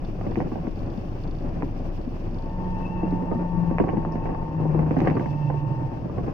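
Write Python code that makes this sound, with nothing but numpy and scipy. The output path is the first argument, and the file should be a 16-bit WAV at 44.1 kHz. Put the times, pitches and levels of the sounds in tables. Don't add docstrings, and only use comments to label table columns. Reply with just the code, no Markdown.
import sys
import numpy as np
from scipy import signal
from scipy.fft import rfft, irfft
from scipy.io import wavfile
from scipy.ndimage import uniform_filter1d

SR = 44100
rng = np.random.default_rng(int(sys.argv[2]) if len(sys.argv) > 2 else 0)


def materialize(psi):
    bounded = np.clip(np.atleast_2d(psi).T, -1, 1)
    quanta = np.round(bounded * 32767).astype(np.int16)
    wavfile.write(sys.argv[1], SR, quanta)


N = 279153
TIME = np.arange(N) / SR
EAR_DELAY_S, TOP_HZ = .00042, 15750
BRAKE_ON_S, BRAKE_RISE_S, BRAKE_OFF_S, BRAKE_FALL_S = 2.288, 0.41, 6.14, 0.35

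# (frequency [Hz], left-right correlation [clipped to 0-1 in use])
STEREO_LIKENESS = [(30, 5.5), (120, 1), (250, 0.7), (500, 0.72), (1000, -0.51), (2000, -0.74), (4000, -3.7),
                   (15000, -0.1)]
# (frequency [Hz], left minus right [dB])
STEREO_BALANCE = [(30, 9.5), (120, -4), (300, 2.5), (600, 3.5), (1000, 3), (2000, 3.5), (3000, -0.5),
                  (4500, -8), (6000, -7.5), (9000, 0), (14500, -6)]
# (frequency [Hz], relative density [dB])
RUMBLE_SPECTRUM = [(15, -18.5), (28, -6), (45, -13.5), (66, -8.5), (95, -10.5), (115, -6), (135, -13),
                   (175, -8.5), (198, -15), (230, -14.5), (290, -15), (328, -13), (400, -23), (520, -23.5),
                   (575, -20.5), (625, -25), (760, -24.5), (880, -30.5), (1100, -32.5), (1250, -39),
                   (1450, -42), (1750, -42.5), (2100, -49.5), (2650, -48), (3300, -85.5), (4200, -74),
                   (8800, -120)]
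# (time [s], half length [s], lift over plain asphalt [dB])
ROUGH_PATCHES = [(.39, .12, 4), (1.56, .1, 3), (3.12, .25, 3.5), (3.92, .17, 5), (4.3, .18, 2.5),
                 (4.85, .26, 6.5), (5.1, .08, 8), (6.27, .17, 5.5)]
# (frequency [Hz], relative density [dB])
SPRAY_SPECTRUM = [(2000, 0.5), (2700, 8), (3400, -1), (4000, -7), (4600, -3.5), (5300, -2.5), (6400, -10.5),
                  (7800, -19.5), (10500, -21.5), (13500, -19), (14700, -12.5), (16000, -26)]
# (time [s], hiss level [dB])
DAMPNESS = [(0, -61), (2.3, -62), (3.6, -64.5), (4.8, -65), (6.33, -62.5)]
# (time [s], half length [s], extra hiss [dB])
PUDDLE_SWELLS = [(.37, .07, 0.5), (5.03, 0.14, 5), (5.28, 0.099, 3.5)]
# (time [s], throb level [dB])
COMPRESSOR_LOAD = [(0, -31.5), (.7, -38.5), (1, -33.5), (1.95, -31), (2.7, -32.5), (3.2, -37.5),
                   (4.4, -35.5), (4.6, -44), (6.33, -51.5)]
# (frequency [Hz], relative level [dB], t60 [s])
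VALVE_MODES = [(2750, -0.5, .015), (3545, 5.5, 0.023), (4496, 5.5, 0.03), (4800, 2.5, .024),
               (5150, -0.5, .012)]
# (time [s], half length [s], lift over the quiet tick [dB])
TICK_SPELLS = [(.03, 0.05, 20), (.32, 0.054, 16), (.75, 0.14, 9), (.95, 0.12, 12.5), (1.32, 0.14, 15.5),
               (1.8, 0.058, 9), (2.04, 0.08, 11), (2.4, .16, 13)]
# (time [s], level [dB], thump offset [dB], crack offset [dB], rattle t60 [s])
BODY_KNOCKS = [(.211, -32, -9, -14, 0.035), (.265, -30.5, 5.5, -16.5, .055), (.316, -33.5, -1, -13, 0.036),
               (.372, -35.5, 8, -14, 0.06), (.403, -26.5, -3.5, -10.5, 0.051), (.415, -29, 2.5, -14, 0.039),
               (.469, -40.5, 12, -28, 0.053), (.517, -32, 5, -19, 0.075), (.555, -30, -2, -22, 0.08),
               (.669, -31.5, 8, -12, 0.043), (1.629, -29, 2, -20, 0.024), (3.031, -29.5, 8, -17, 0.039),
               (3.124, -36.5, 10, -14.5, 0.042), (3.222, -37, 10, -18, .06),
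               (3.314, -25, 1.5, -24.5, 0.096), (3.71, -28.5, 6, -19, 0.066), (3.799, -17.5, 2, -17, 0.058),
               (3.839, -26, 1, -21, 0.043), (3.873, -27.5, -0.5, -27, .04), (3.883, -33, -6, -8, .03),
               (3.889, -25, -0.5, -10, 0.061), (3.931, -31.5, 9, -22, .07), (3.97, -28, 8.5, -14.5, 0.055),
               (4.154, -31, 6.5, -13, 0.067), (4.255, -27, -7, -17, 0.13), (4.291, -28.5, -1, -18, 0.12),
               (4.346, -29.5, -4.5, -16, 0.039), (4.599, -33, 7, -20, 0.025), (4.653, -27, 1.5, -30, 0.053),
               (4.746, -30.5, 4, -13.5, 0.032), (4.791, -24.5, 0.5, -13.5, 0.052),
               (4.83, -29, -3, -18, 0.024), (4.861, -35, 7, -24, 0.039), (4.909, -25.5, 6, -14, 0.033),
               (4.967, -23, 6.5, -12, .055), (4.989, -30, 5, -9.5, .029), (5.015, -25, 6, -14, 0.046),
               (5.048, -30.5, -8.5, -10, 0.086), (5.06, -27.5, 1, -13, 0.045),
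               (5.072, -20.5, -1.5, -6, 0.066), (5.111, -29.5, -1, -21, 0.023), (5.153, -31, 8, -22, 0.039),
               (5.168, -23.5, 3, -15, 0.055), (5.195, -30.5, 5.5, -6.5, 0.037),
               (5.207, -28.5, 3, -18, 0.061), (5.258, -30, 4, -9.5, 0.041), (5.5, -24.5, -8.5, -15, 0.046),
               (5.542, -30, -7.5, -25, 0.031), (6.055, -36, 6.5, -19, 0.035),
               (6.097, -32.5, -1, -23, 0.022), (6.181, -26, -1, -22.5, 0.072),
               (6.277, -28.5, -3, -36, 0.037)]
# (frequency [Hz], relative level [dB], t60 [s])
PANEL_MODES = [(139, -7, 0.089), (195, -9, 0.15), (253, -2.5, 0.34), (278, -4, 0.016), (327.6, 4, 0.052),
               (389, -16.5, 0.12), (510, -2, 0.039), (766, -11.5, 0.024), (775, -4.5, 0.039),
               (917, -7.5, 0.05), (1114, -9, 0.099)]
# (low [Hz], high [Hz], decay [x rattle])
KNOCK_BANDS = [(140, 446, 1.3), (409, 1270, 0.94), (1470, 2150, 0.92), (2180, 3000, 1.1)]
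# (time [s], level [dB], crack offset
# [dB], left minus right [dB])
DRY_CLACKS = [(0.3568, -26.5, -1.5, -8), (0.4032, -23, -14, -4), (1.6228, -20.5, -8.5, -3),
              (3.7838, -14.5, -4, -1.5), (4.0501, -18, -25, 0.5), (4.9088, -22.5, -8, -5),
              (5.003, -23.5, -3.5, -10), (5.0723, -16.5, -14, 2), (5.0991, -24, -1, -6.5)]
# (time [s], level [dB], pitch [Hz])
SUSPENSION_THUMPS = [(.371, -17, 329), (.402, -21, 120), (0.669, -25.5, 320), (.975, -23.5, 230),
                     (1.628, -21, 278), (2.07, -22, 241), (3.032, -23, 310), (3.122, -27, 286),
                     (3.356, -18, 230), (3.811, -15, 185), (3.977, -19.5, 230), (4.745, -18.5, 343),
                     (5.108, -18.5, 166)]
# (frequency [x thump pitch], relative level [dB])
FLOOR_MODES = [(0.658, -7.5), (1, 0), (1.421, -10.5)]
# (frequency [Hz], width [Hz], relative level [dB])
CASING_RESONANCES = [(536, 70, -10.5), (826, 170, -10), (899, 170, -5), (1095, 60, -15), (1847, 66, -24.5)]
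# (time [s], half length [s], level change [dB])
TONE_DIPS = [(2.9, 0.037, -5), (3.88, 0.046, -7), (4.12, .09, -2), (4.66, 0.049, -2.5), (4.92, 0.34, -5)]
# (time [s], half length [s], lift over the quiet squeal [dB], pitch [Hz])
SQUEAL_FLARES = [(2.787, .03, 19, 2660), (2.873, 0.054, 22, 2650), (2.93, .04, 9, 2705),
                 (2.998, 0.033, 18, 2650), (3.047, 0.029, 17, 2730), (4.251, .08, 14, 2570),
                 (5.14, .025, 23, 2660), (5.247, 0.033, 15, 2633), (5.333, .04, 21.5, 2630),
                 (5.445, .05, 21, 2670), (5.58, 0.045, 7, 2695), (5.724, 0.067, 12, 2735)]
# (time [s], half length [s], lift over the steady buzz [dB])
BUZZ_SPELLS = [(2.86, 0.17, 7), (3.08, .14, 6), (4.25, .08, 4.5), (5.42, 0.51, 6.5)]
# (frequency [Hz], width [Hz], level [dB], left minus right [dB])
CABIN_MODES = [(176.8, 6, -30.5, -6), (171.1, 2.5, -27.5, 15), (156.17, 3.5, -24, 7),
               (151.6, 1.1, -27.5, 4), (146.5, 4.8, -28, -7)]
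# (time [s], level before filtering [dB], low [Hz], high [Hz], t60 [s])
FITTING_CLICKS = [(3.108, -44, 3800, 5530, .02), (4.121, -45.5, 4760, 5950, 0.1),
                  (4.915, -52, 4470, 14930, 0.011), (4.986, -42.5, 3000, 6500, 0.017),
                  (5.003, -39, 3000, 6500, .02), (5.022, -49, 3490, 15500, .007),
                  (5.054, -42, 4100, 5200, .04), (5.075, -44.5, 3300, 5600, 0.037),
                  (5.101, -46.5, 3000, 6040, .02), (5.142, -43, 4410, 4680, 0.13),
                  (5.195, -58.5, 4400, 6400, 0.067), (5.255, -54.5, 4970, 6500, .1)]


def amp(db):
    return 10 ** (np.asarray(db) / 20)


def pan(db):
    return amp(np.array([[.5], [-.5]]) * db)


def automation(rows):
    return np.interp(TIME, *np.transpose(rows))


def swells(rows):
    return sum(db * np.exp(-((TIME - s) / half) ** 2) for s, half, db in rows)


def held(on_s, rise_s, off_s, fall_s):
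    return np.clip(np.minimum((TIME - on_s) / rise_s, (off_s - TIME) / fall_s), 0, 1)


def wander(rate_hz):
    hz = np.fft.rfftfreq(N, 1 / SR)
    drift = irfft(rfft(rng.standard_normal(N)) * np.exp(-(hz / rate_hz) ** 2), N)
    return drift / np.sqrt(np.mean(drift ** 2))


def log_curve(points, hz):
    point_hz, value = np.transpose(points)
    return np.interp(np.log(hz + 1), np.log(point_hz), value)


def noise(colour_db):
    hz = np.fft.rfftfreq(N, 1 / SR)
    left, other = rfft(rng.standard_normal((2, N)))
    likeness = np.clip(log_curve(STEREO_LIKENESS, hz), 0, 1)
    right = likeness * left + np.sqrt(1 - likeness ** 2) * other
    spectrum = np.array([left, right]) * pan(log_curve(STEREO_BALANCE, hz))
    bed = irfft(spectrum * amp(colour_db(hz)), N)
    return bed / bed.mean(0).std()


def noise_band(centre_hz, width_hz):
    return noise(lambda hz: -20 * np.log10(1 + (2 * (hz - centre_hz) / width_hz) ** 2))


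def crossover(x, edge_hz):
    low = signal.sosfiltfilt(signal.butter(2, edge_hz, fs=SR, output="sos"), x)
    return low, x - low


def bandpass(x, low_hz, high_hz, order=4):
    return signal.sosfilt(signal.butter(order, [low_hz, high_hz], "band", fs=SR, output="sos"), x)


def ring(modes, t, detune):
    hz, db, t60 = np.transpose(modes)[:, :, None]
    hz = hz * (1 + detune * rng.standard_normal(hz.shape))
    return (amp(db - 60 * t / t60) * np.sin(2 * np.pi * hz * t)).sum(0)


def arrive(sound, bearing_rad, shadow_hz=700):
    hz = np.fft.rfftfreq(sound.shape[1], 1 / SR)
    treble = 1 - 1 / (1 + (hz / shadow_hz) ** 4)
    late_s = np.array([[0], [1]]) * EAR_DELAY_S * np.cos(bearing_rad) * treble
    return irfft(rfft(sound) * np.exp(-2j * np.pi * hz * (late_s + EAR_DELAY_S)))


def add(mix, s, sound):
    part = mix[:, max(round(s * SR), 0):][:, :sound.shape[1]]
    part += sound[:, :part.shape[1]]


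def tyres(rumble_db=-35, asphalt_db=3.0, bass_share=0.58, body_share=0.92, jolt_db=2.0, flicker_db=1.3):
    rough_db = asphalt_db + swells(ROUGH_PATCHES)
    bass, body = crossover(noise(lambda hz: log_curve(RUMBLE_SPECTRUM, hz)), 110)
    rumble = bass * amp(bass_share * rough_db) + body * amp(body_share * rough_db + jolt_db * wander(34))
    spray_db = automation(DAMPNESS) + swells(PUDDLE_SWELLS) + flicker_db * wander(22)
    spray = noise(lambda hz: log_curve(SPRAY_SPECTRUM, hz))
    return amp(rumble_db) * rumble + amp(spray_db) * spray


def compressor(stroke_hz=27, start_s=.0147, tick_db=-72, uneven_db=2.0, jitter_s=0.0023,
               bounce_s=0.0076, bounce_db=-9):
    rate_hz = stroke_hz * (1 + 0.0014 * wander(13)) * (TIME > start_s)
    strokes = np.cumsum(rate_hz) / SR
    throb_db = automation(COMPRESSOR_LOAD) - 0.5 * wander(4.6)
    throb = np.sqrt(2) * np.sin(2 * np.pi * strokes) * amp(throb_db)
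    ticks, t = np.zeros((2, N)), np.arange(1200) / SR
    valve_db = tick_db + swells(TICK_SPELLS)
    for i in np.flatnonzero(np.diff(np.floor(strokes))):
        ping = .5 * ring(VALVE_MODES, t, detune=0.0091)
        burst = 2.7 * rng.standard_normal((2, len(t))) * amp(-60 * t / 0.013)
        s = i / SR + jitter_s * rng.standard_normal()
        snap = (ping + burst) * amp(valve_db[i] + uneven_db * rng.standard_normal())
        add(ticks, s, snap)
        add(ticks, s + bounce_s * rng.uniform(0.56, 2.4), snap[::-1] * amp(bounce_db))
    return throb * pan(2.5) + bandpass(ticks, 3000, 5600) * pan(-12)


def knock(db, thump_db, crack_db, rattle_s, chatter=0.076, width=1.34, ring_db=-30, soft_hz=520):
    out, t = np.zeros((2, 6000)), np.arange(6000) / SR
    panel = amp(ring_db) * ring(PANEL_MODES, t, detune=0.059)
    panel *= amp(-30 * t / rattle_s)
    panel[0] += 1
    panel = signal.sosfilt(signal.butter(1, soft_hz, fs=SR, output="sos"), panel)
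    bands_db = (thump_db + 1, 0.23, crack_db - 3.6, crack_db - 13)
    for (low_hz, high_hz, decay), band_db in zip(KNOCK_BANDS, bands_db):
        contact = rng.standard_normal(len(t)) + width * rng.standard_normal((2, len(t)))
        contact *= chatter * amp(-60 * t / (decay * rattle_s))
        contact[:, 0] += 1
        shaken = signal.fftconvolve(contact, panel[None], axes=1)[:, :len(t)]
        layer = bandpass(shaken, low_hz, high_hz)
        peak_rms = np.sqrt(uniform_filter1d((layer ** 2).mean(0), size=200).max())
        out += amp(db + band_db) * layer / peak_rms
    return out


def bodywork(rattle_count=80, rattle_db=-46.5, scatter_db=0.5, scatter_rad=0.23):
    out, rough_db = np.zeros((2, N)), swells(ROUGH_PATCHES)
    for s, *blow in BODY_KNOCKS:
        hit = arrive(knock(*blow), bearing_rad=1.8 + scatter_rad * rng.standard_normal())
        add(out, s - EAR_DELAY_S, hit * pan(-2))
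    shaking = np.cumsum(amp(rough_db))
    shares = (np.arange(rattle_count) + rng.random(rattle_count)) / rattle_count
    onsets = np.searchsorted(shaking, shaking[-1] * shares)
    for i, (size, turn) in zip(onsets, rng.standard_normal((rattle_count, 2))):
        rattle = knock(rattle_db + rough_db[i] + scatter_db * size, thump_db=3.5, crack_db=-18,
                       rattle_s=.045)
        add(out, i / SR, arrive(rattle, bearing_rad=.1 + scatter_rad * turn) * pan(4.5))
    return out


def dry_clacks(body_hz=(400, 1100), crack_hz=(1650, 2600), bounce_s=0.0056, bounce_db=-11):
    out, impulse = np.zeros((2, N)), signal.unit_impulse(1500)
    body, crack = bandpass(impulse, *body_hz, order=3), bandpass(impulse, *crack_hz)
    body, crack = body / abs(body).max(), crack / abs(crack).max()
    for s, db, crack_db, side_db in DRY_CLACKS:
        clack = amp(db) * (body + amp(crack_db) * crack) * pan(side_db)
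        add(out, s - EAR_DELAY_S, arrive(clack, bearing_rad=1.2))
        add(out, s + bounce_s * rng.uniform(.5, 2), amp(bounce_db) * clack[::-1])
    return crossover(out, 4500)[0]


def suspension(trim_db=-2.0, rise_s=0.0063):
    out, t = np.zeros((2, N)), np.arange(4000) / SR
    push = t / rise_s * np.exp(1 - t / rise_s)
    for s, db, hz in SUSPENSION_THUMPS:
        floor = sum(amp(mode_db) * np.sin(2 * np.pi * (ratio * hz * t + rng.random()))
                    for ratio, mode_db in FLOOR_MODES)
        add(out, s, amp(db + trim_db) * push * floor * pan(6.5))
    return out


def brake_whine(whine_hz=899, waver=0.00494, whine_db=-39, sag_db_per_s=0.67, octave_db=-21,
                casing_db=-4.5):
    phase = 2 * np.pi * np.cumsum(whine_hz * (1 + waver * wander(17))) / SR
    phase = phase + np.array([[1.0], [0]])
    shimmer = amp(0.1 * np.array([wander(4.4), wander(33)]))
    octave = amp(octave_db + 2.0 * wander(25)) * np.sin(2 * phase)
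    tone = np.sqrt(2) * (np.sin(phase) + octave) * shimmer * amp(swells(TONE_DIPS))
    casing = sum(amp(db) * noise_band(hz, width) for hz, width, db in CASING_RESONANCES)
    whine = tone * pan(5) + amp(casing_db) * casing * pan(5.2)
    fader_db = whine_db - sag_db_per_s * (TIME - BRAKE_ON_S)
    return whine * amp(fader_db) * held(BRAKE_ON_S, BRAKE_RISE_S, BRAKE_OFF_S, BRAKE_FALL_S)


def brake_squeal(tone_db=-77, waver=0.009, shimmer_db=5.0, flutter_db=3.0):
    s, half, db, hz = np.transpose(SQUEAL_FLARES)
    pitch_hz = np.interp(TIME, s, hz) * (1 + waver * wander(35))
    phase = 2 * np.pi * np.cumsum(pitch_hz) / SR
    tone = np.sin(phase) * amp(tone_db + swells(zip(s, half, db)) + shimmer_db * wander(70))
    buzz = noise_band(2645, width_hz=70) * amp(-76) + noise_band(2725, width_hz=160) * amp(-75.5)
    buzz *= amp(swells(BUZZ_SPELLS) + flutter_db * wander(24))
    return (tone + buzz) * pan(4) * held(BRAKE_ON_S, BRAKE_RISE_S, BRAKE_OFF_S, BRAKE_FALL_S)


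def transmission(coast_hz=181.2, slow_from_s=2.85, slow_hz_per_s=13.2, drone_db=-35.5, octave_db=-20,
                 shake_db=2.5, gear_order=6.62, gear_db=-55, housing_hz=1090):
    shaft_hz = coast_hz - slow_hz_per_s * np.maximum(TIME - slow_from_s, 0)
    jerk = .005 * amp(0.87 * swells(ROUGH_PATCHES)) * wander(20)
    pitch_hz = shaft_hz * (1 + jerk)
    phase = 2 * np.pi * np.cumsum(pitch_hz) / SR
    power = (amp(drone_db) * pan(-5)) ** 2
    for hz, width, db, side_db in CABIN_MODES:
        power = power + (amp(db) * pan(side_db)) ** 2 / (1 + (2 * (shaft_hz - hz) / width) ** 4)
    tone = np.sin(phase) + amp(octave_db) * np.sin(2 * phase)
    drone = tone * np.sqrt(power) * amp(shake_db * wander(36))
    housing = 1 / (1 + ((gear_order * pitch_hz - housing_hz) / 70) ** 4)
    mesh = housing * np.sin(gear_order * phase) * amp(gear_db + 2.2 * wander(21))
    return np.sqrt(2) * (drone + mesh * pan(1.8)) * held(on_s=2.51, rise_s=0.081, off_s=5.93, fall_s=0.063)


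def fittings(scoop_db=-11, scoop_hz=9000, scoop_width_hz=2600):
    out, t = np.zeros((2, N)), np.arange(5000) / SR
    for s, db, low_hz, high_hz, t60 in FITTING_CLICKS:
        burst = rng.standard_normal((2, len(t))) * amp(db - 60 * t / t60)
        add(out, s, bandpass(burst, low_hz, high_hz, order=3))
    scoop = np.exp(-((np.fft.rfftfreq(N, 1 / SR) - scoop_hz) / scoop_width_hz) ** 2)
    return irfft(rfft(out) * amp(scoop_db * scoop), N) * pan(-9)


def floor_hum(hum_hz=125, width_hz=9, hum_db=-35):
    return amp(hum_db) * noise_band(hum_hz, width_hz) * held(on_s=4.8, rise_s=0.28, off_s=6.4, fall_s=0.4)


def cabin(x, t60=0.32, wet_db=-12, predelay_s=.004):
    t = np.arange(SR // 3) / SR
    tail = rng.standard_normal((2, len(t))) * amp(-60 * t / t60) * (t > predelay_s)
    tail /= np.linalg.norm(tail[0])
    return x + amp(wet_db) * signal.fftconvolve(x, tail, axes=1)[:, :N]


def scene():
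    bed = tyres() + compressor() + transmission() + floor_hum() + brake_whine() + brake_squeal()
    hits = bodywork() + dry_clacks() + suspension() + fittings()
    return bed + cabin(hits)


def record(dry):
    high_cut = signal.firwin(511, TOP_HZ, window=("kaiser", 9), fs=SR)
    return signal.oaconvolve(dry, high_cut[None], "same")


dry = scene()
out = record(dry)
materialize(out)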